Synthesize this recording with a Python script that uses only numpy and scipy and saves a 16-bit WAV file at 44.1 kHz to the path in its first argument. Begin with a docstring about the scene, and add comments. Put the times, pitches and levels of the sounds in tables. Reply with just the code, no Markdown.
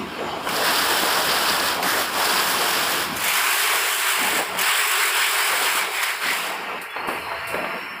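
"""Low conveyor noise and the wash of a factory hall come first, then a carton knocks and a case sealer starts up.
Close by, the sealer pulls tape off its rolls for box after box: slips of the glue hiss and rasp, snaps are
noise bursts. Belts squeak as narrow or broad bands of noise, cartons knock and thump, and the conveyors run
as wandering tones and coloured noise. Air valves puff and the hall washes farther off, with echoes.
One microphone, the same signal in both channels."""
import sys
import numpy as np
from scipy import signal
from scipy.fft import rfft, irfft
from scipy.io import wavfile
from scipy.ndimage import uniform_filter1d, map_coordinates

SR = 44100
rng = np.random.default_rng(int(sys.argv[2]) if len(sys.argv) > 2 else 0)


def unload_wav(signal):
    """Save mono or channel-first audio to the path in sys.argv[1] as 16-bit WAV at rate SR, clipped to [-1, 1]."""
    wavfile.write(
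        sys.argv[1],
        SR,
        np.round(np.clip(np.atleast_2d(signal).T, -1, 1) * 32767).astype(np.int16),
    )


N = 352800
TIME = np.arange(N) / SR

# Film state: (time [s], tautness [0-1], screening of the peel line by the sealer's frame [0-1])
FILM_STATE = [(1.75, 0, 0.5), (1.84, 0, .2), (2.0, 0.05, 0), (2.1, 0, 0.4), (3.05, 0.33, 0.3),
              (3.25, 0.97, 0.25), (4.2, 1, 0.75), (4.65, 1, 1), (6.5, 1, 0.6)]
# Spectrum of the slack film: (frequency [Hz], relative density [dB per Hz])
SLACK_FILM_SPECTRUM = [(110, -55), (200, -13.5), (330, -5.5), (480, -7), (800, -4.5), (1250, 0.5),
                       (1700, 1), (2000, -6), (2500, -6), (3150, -3.5), (3800, -7), (4400, -9), (5000, -6),
                       (5500, -8), (6100, -32), (8000, -27)]
# Spectrum of the taut film, also the crack of a snap: (frequency [Hz], relative density [dB per Hz])
TAUT_FILM_SPECTRUM = [(400, -67), (560, -19), (740, -9.5), (1080, 0), (1290, -2.5), (1540, 0.7), (2000, -3),
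                      (2280, 0.5), (2550, -3), (3100, -3.5), (3900, -10), (4500, -10.5), (5200, -9),
                      (6100, -24), (8000, -50)]
# Spectrum of the peel line, also the bright part of a snap: (frequency [Hz], relative density [dB per Hz])
PEEL_LINE_SPECTRUM = [(3000, -51), (5600, -6.5), (6400, 3), (7600, -1), (8700, -0.5), (11000, 1),
                      (12500, 2), (14400, -4), (15400, 1.5), (16000, -8)]
# What the sealer's frame lets through: (frequency [Hz], relative gain [dB])
FRAME_SCREEN = [(6500, -6.5), (7800, 7), (9500, 2.5), (11500, -1.3), (12500, -7), (13700, 1), (15500, 3)]
# One pull of tape per box: (start [s], stop [s], rise time constant [s], hiss of the peel line [dB],
# rasp of the film [dB], sag while pulling [dB/s], extra fall of the hiss after the stop [dB/s])
TAPE_PULLS = [(0.469, 1.698, 0.12, -28.5, -20, 2.5, 180), (1.821, 2.012, 0.027, -27.9, -23, 8, 170),
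              (2.092, 3.032, 0.086, -28, -21, 3, 190), (3.149, 4.38, 0.1, -25, -21, 2, 150),
              (4.567, 5.781, 0.022, -26.5, -21, .7, 134), (5.905, 6.107, 0.023, -32, -25, 11, 130),
              (6.205, 6.47, 0.033, -30, -22, 25, 79)]
# Between pulls the tape still creeps; it fades in before the first pull and out after the last.
IDLE_HISS_DB, IDLE_RASP_DB, IDLE_FADE_S = -41, -44.5, 0.11
RASP_FALL_DB_PER_S = 87  # extra fall of the rasp after each stop


def tape():
    """Glue lets go in tiny slips that hiss at the peel line and shake the film; the roll judders as it unwinds."""
    taut, screened = curves(FILM_STATE)
    inside = np.minimum(TIME - TAPE_PULLS[0][0], TAPE_PULLS[-1][1] - TIME)
    threaded = np.clip(inside / IDLE_FADE_S + 1, 0, 1) ** 2
    creep = np.outer(amp([IDLE_HISS_DB, IDLE_RASP_DB]), threaded)
    # creep and pulls add in power
    hiss_gain, rasp_gain = np.sqrt(creep ** 2 + sum(gain ** 2 for gain in pulls()))

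    judder = tone(hz=46.4, width_hz=5.8) * amp(1.7 * wobble(4.9))
    flutter_db = 0.81 * judder + 0.91 * wobble(32)

    # the hall smears part of the slips into smooth noise
    friction = blend(slips(rate=7000, spread_db=-1.5), rng.standard_normal(N), share=0.53)
    hiss = even_ripple(coloured(friction, PEEL_LINE_SPECTRUM), spacing_hz=1882, strength=0.21)
    behind_frame = coloured(hiss, FRAME_SCREEN)
    hiss = hiss + np.clip(screened, 0, 1) * (behind_frame - hiss)

    slack = coloured(friction, SLACK_FILM_SPECTRUM) + amp(-11.5) * chirps(hz=4720, t60=0.0048)
    film = blend(slack, rush(TAUT_FILM_SPECTRUM, patchy_db=1.5), taut)
    rasp_db = 0.5 * flutter_db + 0.85 * wobble(15)
    return hiss_gain * amp(flutter_db) * hiss + rasp_gain * amp(rasp_db) * film


def pulls():
    """For each pull, the gains of hiss and rasp: they rise, sag slowly and run down with the roll."""
    for start, stop, rise, hiss_db, rasp_db, sag, fall in TAPE_PULLS:
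        age = np.maximum(TIME - start, 0)
        shape = (1 - np.exp(-age / rise)) * amp(-sag * age)
        run_down_db = np.outer([fall, RASP_FALL_DB_PER_S], np.maximum(TIME - stop, 0))
        yield shape * amp(np.array([[hiss_db], [rasp_db]]) - run_down_db)


def slips(rate, spread_db):
    """Tiny ruptures of the glue, about rate a second, of uneven size, at rms 1."""
    happens = rng.random(N) < rate / SR
    size = rng.standard_normal(N) * amp(spread_db * rng.standard_normal(N))
    return unit(happens * size)


def chirps(hz, t60):
    """Stretches of slack film slip in random clumps and ring briefly at one pitch, at rms 1."""
    t = np.arange(SR // 20) / SR
    ring = np.sin(2 * np.pi * hz * t) * np.exp(-np.log(1000) * t / t60)
    clumps = amp(5.9 * wobble(90))
    return unit(signal.fftconvolve(clumps * rng.standard_normal(N), ring)[:N])


# Tape snapping off the roll: (time [s], level [dB], film crack against the snap [dB], t60 [s])
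TAPE_SNAPS = [(0.487, -28, 6, .08), (1.8254, -26, 6, 0.094), (3.165, -21.5, -15, 0.052),
              (3.239, -19, -7, 0.066), (3.2806, -18, -6, 0.051), (3.335, -16, -4, 0.03),
              (4.588, -19.5, -4, 0.068), (4.611, -16, -9, 0.059), (4.9128, -19, -8, 0.064),
              (6.0284, -20.5, 7, 0.071)]


def snaps():
    """The tape jerks free close by: a bright snap and a crack of the taut film, dying away together."""
    track = np.zeros(N)
    for s, db, crack_db, t60 in TAPE_SNAPS:
        crack = amp(crack_db) * noise(TAUT_FILM_SPECTRUM)
        add(track, s, amp(db) * burst(t60, attack=0.0016) * (noise(PEEL_LINE_SPECTRUM) + crack))
    return track


# Belts, rails and wipe-down rollers rubbing:
# (time [s], length [s], centre [Hz], width at half amplitude [Hz], level [dB])
RUBBING_SQUEAKS = [(1.825, 0.19, 1560, 1100, -24.5), (2.197, 0.42, 990, 320, -30),
                   (5.933, 0.24, 2070, 850, -28), (6.223, 0.16, 1960, 550, -27.5),
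                   (6.89, 0.078, 3400, 70, -43), (6.955, 0.1, 4300, 130, -43.5),
                   (7.03, 0.16, 4480, 150, -51), (7.108, 0.69, 666, 20, -39), (7.17, 0.26, 4170, 260, -46),
                   (7.35, .14, 4420, 280, -48), (7.498, 0.14, 4100, 400, -50), (7.506, 0.17, 610, 570, -30),
                   (7.752, 0.22, 5420, 30, -47)]


def squeaks():
    """Rubbing close by excites one resonance: a broad one swishes, a narrow one sings."""
    track = np.zeros(N)
    for s, length, centre, width, db in RUBBING_SQUEAKS:
        ring = unit(filtered(rng.standard_normal(SR), lambda hz: 1 / (1 + (2 * (hz - centre) / width) ** 4)))
        swell = np.sqrt(np.abs(np.sin(np.linspace(0, np.pi, int(length * SR)))))[:SR]
        add(track, s, amp(db) * swell * ring[:len(swell)])
    return track


# Cartons hitting belt and rails: (time [s], level [dB], thump against the knock [dB],
# rail clack against the knock [dB], t60 of the ring [s])
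CARTON_KNOCKS = [(0.189, -26, -20, -22, 0.44), (0.4708, -17.5, -16, 0, 0.055), (1.033, -16, -7, -19, 0.05),
                 (2.395, -22, -7, -12, .15), (4.18, -31.5, 1, -14, 0.16), (4.329, -22.5, -3, -12, 0.36),
                 (4.388, -20, -7, -18, 0.41), (4.549, -23.5, -12, -1, 0.26), (5.529, -22, -9, -6, 0.29),
                 (5.67, -35, -4, -10, 0.18), (5.749, -29, 1, -12, 0.17), (6.248, -38, -12, -5, 0.27),
                 (6.962, -24, -12, 1, 0.44), (7.084, -20, 0.5, -3, 0.48), (7.317, -26, -26, 1, 0.68),
                 (7.542, -18, -8, -12, 0.28), (7.642, -19, -12, -14, 0.17)]
# Spectrum of the hollow carton: (frequency [Hz], relative density [dB per Hz])
CARTON_SPECTRUM = [(150, -38), (300, -9), (480, 3.5), (660, -1), (1000, -4), (1600, -1.5), (2800, -11),
                   (4000, -25), (9000, -64)]
# Spectrum of the thump: (frequency [Hz], relative density [dB per Hz])
THUMP_SPECTRUM = [(40, -30), (90, -13), (190, -6.5), (300, 6.5), (600, 5), (1500, -60)]
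# Spectrum of the rail clack: (frequency [Hz], relative density [dB per Hz])
CLACK_SPECTRUM = [(500, -29), (1000, 13), (1700, 5), (2700, -12), (3500, -9), (7000, -40)]


def knocks():
    """A hollow carton lands with a short knock, a thump and a clack of the rail; the hall rings on."""
    track = np.zeros(N)
    for s, db, thump_db, clack_db, t60 in CARTON_KNOCKS:
        blow = burst(0.034, attack=0.001) + 0.33 * burst(t60, attack=0.0061)
        thump = amp(thump_db) * noise(THUMP_SPECTRUM)
        clack = amp(clack_db) * noise(CLACK_SPECTRUM)
        add(track, s, amp(db) * blow * (noise(CARTON_SPECTRUM) + thump + clack))
    return track


# Heard level of the low conveyor noise, which drops after 3.2 s, and of the drone:
# (time [s], bass level [dB], roller and belt drone level [dB])
CONVEYOR_LEVELS = [(0, -36, -51), (.16, -37.5, -41), (.22, -36, -31), (1.1, -41, -29), (1.7, -36.5, -32.5),
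                   (2.08, -41.5, -34.5), (2.3, -41, -27.5), (3.16, -37, -34), (3.52, -59, -50),
                   (5.1, -61, -41), (8, -57, -44)]
# A carton rides over rollers and loads the belt: (time [s], length [s], frame rumble [dB],
# motor hum [dB], roller drone [dB])
CARTON_RIDES = [(3.693, 0.23, -59, -64, -32.5), (4.155, 0.29, -40.5, -54, -29.5),
                (4.44, .21, -43.5, -54, -36), (5.477, 0.42, -50.5, -66, -35),
                (6.215, 0.15, -40.5, -56, -31), (6.344, 0.53, -45, -68, -39.5),
                (6.948, 0.26, -47.5, -59, -31.5), (7.144, 0.45, -69, -51, -38),
                (7.488, .32, -40, -67, -37.5), (7.78, 0.23, -46.5, -57, -62)]
# Spectrum of the motors: (frequency [Hz], relative density [dB per Hz])
MOTOR_SPECTRUM = [(20, -22), (48, -30), (68, -0.5), (100, -0.5), (135, -1), (200, -11.5), (400, -45)]
# Spectrum of the frame rumble: (frequency [Hz], relative density [dB per Hz])
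RUMBLE_SPECTRUM = [(90, -43), (140, -14), (172, 2), (215, -1), (245, 2.2), (330, 1.5), (400, 0), (520, -19),
                   (900, -60)]
# Spectrum of the roller and belt drone: (frequency [Hz], relative density [dB per Hz])
DRONE_SPECTRUM = [(200, -53), (330, -12), (460, -0.5), (550, -6.5), (660, -2.5), (830, -1.5), (1000, -2),
                  (1300, -9), (2500, -54)]
# The sealer's side-belt drive: (time [s], level [dB])
SEALER_DRIVE_LEVEL = [(0, -46), (2.9, -58), (3.4, -43), (4.3, -41.5), (5.0, -42), (5.5, -39.5), (6.1, -45),
                      (6.7, -50.5), (8, -69)]
# Spectrum of that drive: (frequency [Hz], relative density [dB per Hz])
SEALER_DRIVE_SPECTRUM = [(290, -43), (335, -17), (370, -2), (440, -2), (500, -25), (600, -31)]
MOTOR_DB = -12.5  # motor hum against the frame rumble, apart from the rides
RIDE_EDGE_S = 0.05  # a carton runs on and off this fast
WHINE_HZ, WHINE_DB = 1067, -52


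def conveyors():
    """Motors hum, frames rumble, rollers drone, louder under cartons; a drive growls and a gearbox whines."""
    bass_db, drone_db = curves(CONVEYOR_LEVELS)
    power = amp([bass_db, bass_db + MOTOR_DB, drone_db]) ** 2
    for s, length, *levels_db in CARTON_RIDES:
        load = np.clip(np.minimum(TIME - s, s + length - TIME) / RIDE_EDGE_S, 0, 1)
        power = power + np.outer(amp(levels_db), load) ** 2
    rumble_gain, motor_gain, drone_gain = np.sqrt(power)

    motor_tone = amp(-8 + 3.5 * wobble(4.8)) * tone(hz=97.8, width_hz=3.6)
    motor = motor_gain * amp(2.0 * wobble(9)) * (noise(MOTOR_SPECTRUM, size=N) + motor_tone)
    frame_tone = amp(-12 + 4.0 * wobble(6.9)) * tone(hz=186.5, width_hz=6)
    rumble = rumble_gain * amp(1.4 * wobble(22)) * (rush(RUMBLE_SPECTRUM, patchy_db=2.5) + frame_tone)
    drone = drone_gain * amp(2.5 * wobble(12)) * rush(DRONE_SPECTRUM, patchy_db=3.0)
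    drive_db, = curves(SEALER_DRIVE_LEVEL)
    drive = amp(drive_db + 1.5 * wobble(7)) * noise(SEALER_DRIVE_SPECTRUM, size=N)
    whine = amp(WHINE_DB + 5.2 * wobble(6)) * tone(WHINE_HZ, width_hz=11)
    return motor + rumble + drone + drive + whine


# Air valves venting: (time [s], level [dB], t60 [s])
VALVE_PUFFS = [(6.8144, -31.5, 0.22), (6.904, -41, .06), (6.95, -47, .06), (7.0733, -34, 1),
               (7.471, -30.5, 0.51)]
# Spectrum of the escaping air: (frequency [Hz], relative density [dB per Hz])
AIR_SPECTRUM = [(2000, -27), (4500, 6), (6300, -10), (8500, 5), (11500, 5), (13000, 1), (15400, 2.5)]


def valves():
    """Farther off, each valve clicks and lets out a fading puff of air, its treble evenly rippled."""
    track = np.zeros(N)
    for s, db, t60 in VALVE_PUFFS:
        puff = even_ripple(noise(AIR_SPECTRUM), spacing_hz=1880, strength=0.19)
        fade = burst(0.029, attack=0.0014) + 0.65 * burst(t60, attack=0.0065)
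        add(track, s, amp(db) * fade * puff)
    return track


# The hall along the line: (time [s], level [dB], nearness to the sealer [0-1])
HALL_POSITION = [(0, -32.5, 0.17), (.4, -31, 0.04), (3, -31.5, 0.28), (6.6, -30.5, 0.62), (6.9, -34.5, 1),
                 (7.1, -31, 0.94), (7.35, -32, 0.92), (7.7, -29.5, 0.93), (8, -34, 1)]
# The hall as heard by the labeller: (frequency [Hz], relative density [dB per Hz])
LABELLER_SPECTRUM = [(300, -43), (560, -3.5), (1050, 0), (1500, -3), (1900, -8.5), (2300, -9), (2800, -7.5),
                     (3080, -5), (3500, -10), (5200, -14), (6200, -29.5), (7200, -19), (7600, -28),
                     (9500, -27.5), (15500, -35)]
# The hall as heard by the sealer: (frequency [Hz], relative density [dB per Hz])
SEALER_SPECTRUM = [(400, -28.5), (780, -11), (980, -2), (1500, -3), (2100, -1.5), (2800, -1.5), (3150, -14),
                   (3550, -43), (4200, -17.5), (4900, -26.5), (5300, -18.5), (5900, -52), (7500, -31.5),
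                   (9300, -31), (11500, -28), (15500, -32)]
BANDED_ABOVE_HZ = 3300  # the hall's treble above this frequency has uneven bands


def hall():
    """The distant wash of all machines changes colour along the line; its treble has uneven bands."""
    level_db, near_sealer = curves(HALL_POSITION)
    by_labeller = rush(LABELLER_SPECTRUM, patchy_db=2.25)
    by_sealer = rush(SEALER_SPECTRUM, patchy_db=1.0)
    wash = blend(by_labeller, by_sealer, near_sealer)
    treble = filtered(wash, lambda hz: hz > BANDED_ABOVE_HZ)
    banded = drifting_comb(treble, strength=0.71, reach_s=0.0035, count=4)
    return amp(level_db + 0.5 * wobble(14)) * (wash - treble + banded)


def drifting_comb(x, strength, reach_s, count):
    """Short echoes of randomly drifting strength comb the sound into uneven, shifting bands."""
    delays = rng.uniform(0.00122, reach_s, count)
    echoes = sum(wobble(0.868) * np.pad(x, (int(d * SR), 0))[:N] for d in delays)
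    return (x + strength * echoes / np.sqrt(count)) / np.sqrt(1 + strength ** 2)


def even_ripple(x, spacing_hz, strength):
    """An even ripple across the treble, probably from the microphone, made by one short delay; rms 1."""
    return unit(filtered(x, lambda hz: 1 + strength * np.exp(-2j * np.pi * hz / spacing_hz)))


def amp(db):
    """Decibels to gain."""
    return np.exp(np.log(10) / 20 * np.asarray(db))


def unit(x):
    """Scale to rms 1."""
    return x / np.sqrt(np.mean(x ** 2) + 1e-20)


def curves(rows):
    """One value per sample for each column after the time."""
    s, *cols = np.transpose(rows)
    return [np.interp(TIME, s, c) for c in cols]


def wobble(rate):
    """A smooth random curve, rate knots a second."""
    knots = rng.standard_normal(int(N * rate / SR) + 4)
    fine = np.arange(0, len(knots) - 1, 0.125)
    return np.interp(TIME * rate, fine, map_coordinates(knots, [fine]))


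def filtered(x, response):
    """x times a response of frequency."""
    return irfft(rfft(x) * response(np.fft.rfftfreq(len(x), 1 / SR)), len(x))


def coloured(x, spectrum):
    """x through a (frequency [Hz], level [dB]) spectrum, at rms 1."""
    f, db = np.transpose(spectrum)
    return unit(filtered(x, lambda hz: amp(np.interp(np.log(hz + 1), np.log(f), db))))


def noise(spectrum, size=SR // 2):
    """Coloured noise of rms 1, half a second unless told otherwise."""
    return coloured(rng.standard_normal(size), spectrum)


def rush(spectrum, patchy_db):
    """Coloured noise of rms 1 with drifting patches of gain in time and frequency."""
    z = signal.stft(rng.standard_normal(N), nperseg=512)[2]
    field = uniform_filter1d(rng.standard_normal(z.shape), size=5, axis=0)
    field = uniform_filter1d(field, size=12, axis=1)
    patchy = signal.istft(z * amp(patchy_db * unit(field)))[1][:N]
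    return coloured(patchy, spectrum)


def tone(hz, width_hz):
    """A sine of rms 1 whose pitch wanders by about its width."""
    pitch = hz + width_hz * wobble(2 * width_hz)
    return np.sqrt(2) * np.sin(2 * np.pi * np.cumsum(pitch) / SR)


def blend(a, b, share):
    """Cross-fade from a to b at constant power."""
    share = np.clip(share, 0, 1)
    return np.sqrt(1 - share) * a + np.sqrt(share) * b


def burst(t60, attack):
    """Half a second of a blow's envelope: a quick rise and an exponential fall."""
    t = TIME[:SR // 2]
    return (1 - np.exp(-t / attack)) * np.exp(-np.log(1000) * t / t60)


def add(track, s, sound):
    """Mix a short sound into the track at s seconds."""
    part = track[round(s * SR):][:len(sound)]
    part += sound[:len(part)]


def scene():
    """The whole line, alike in both channels; the distant sounds carry echoes."""
    near = tape() + snaps() + squeaks()
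    far = drifting_comb(hall() + valves(), strength=0.37, reach_s=0.011, count=8)
    line = near + far + conveyors() + knocks()
    return np.array([line, line])


TOP_HZ = 15550  # band limit of the microphone channel


def record(dry):
    """The microphone channel rounds off the highest peaks and keeps nothing above its band limit."""
    ceiling = amp(-11.0)
    rounded = dry / (1 + (dry / ceiling) ** 6) ** (1 / 6)
    return np.array([filtered(channel, lambda hz: hz < TOP_HZ) for channel in rounded])


dry = scene()
out = record(dry)
unload_wav(out)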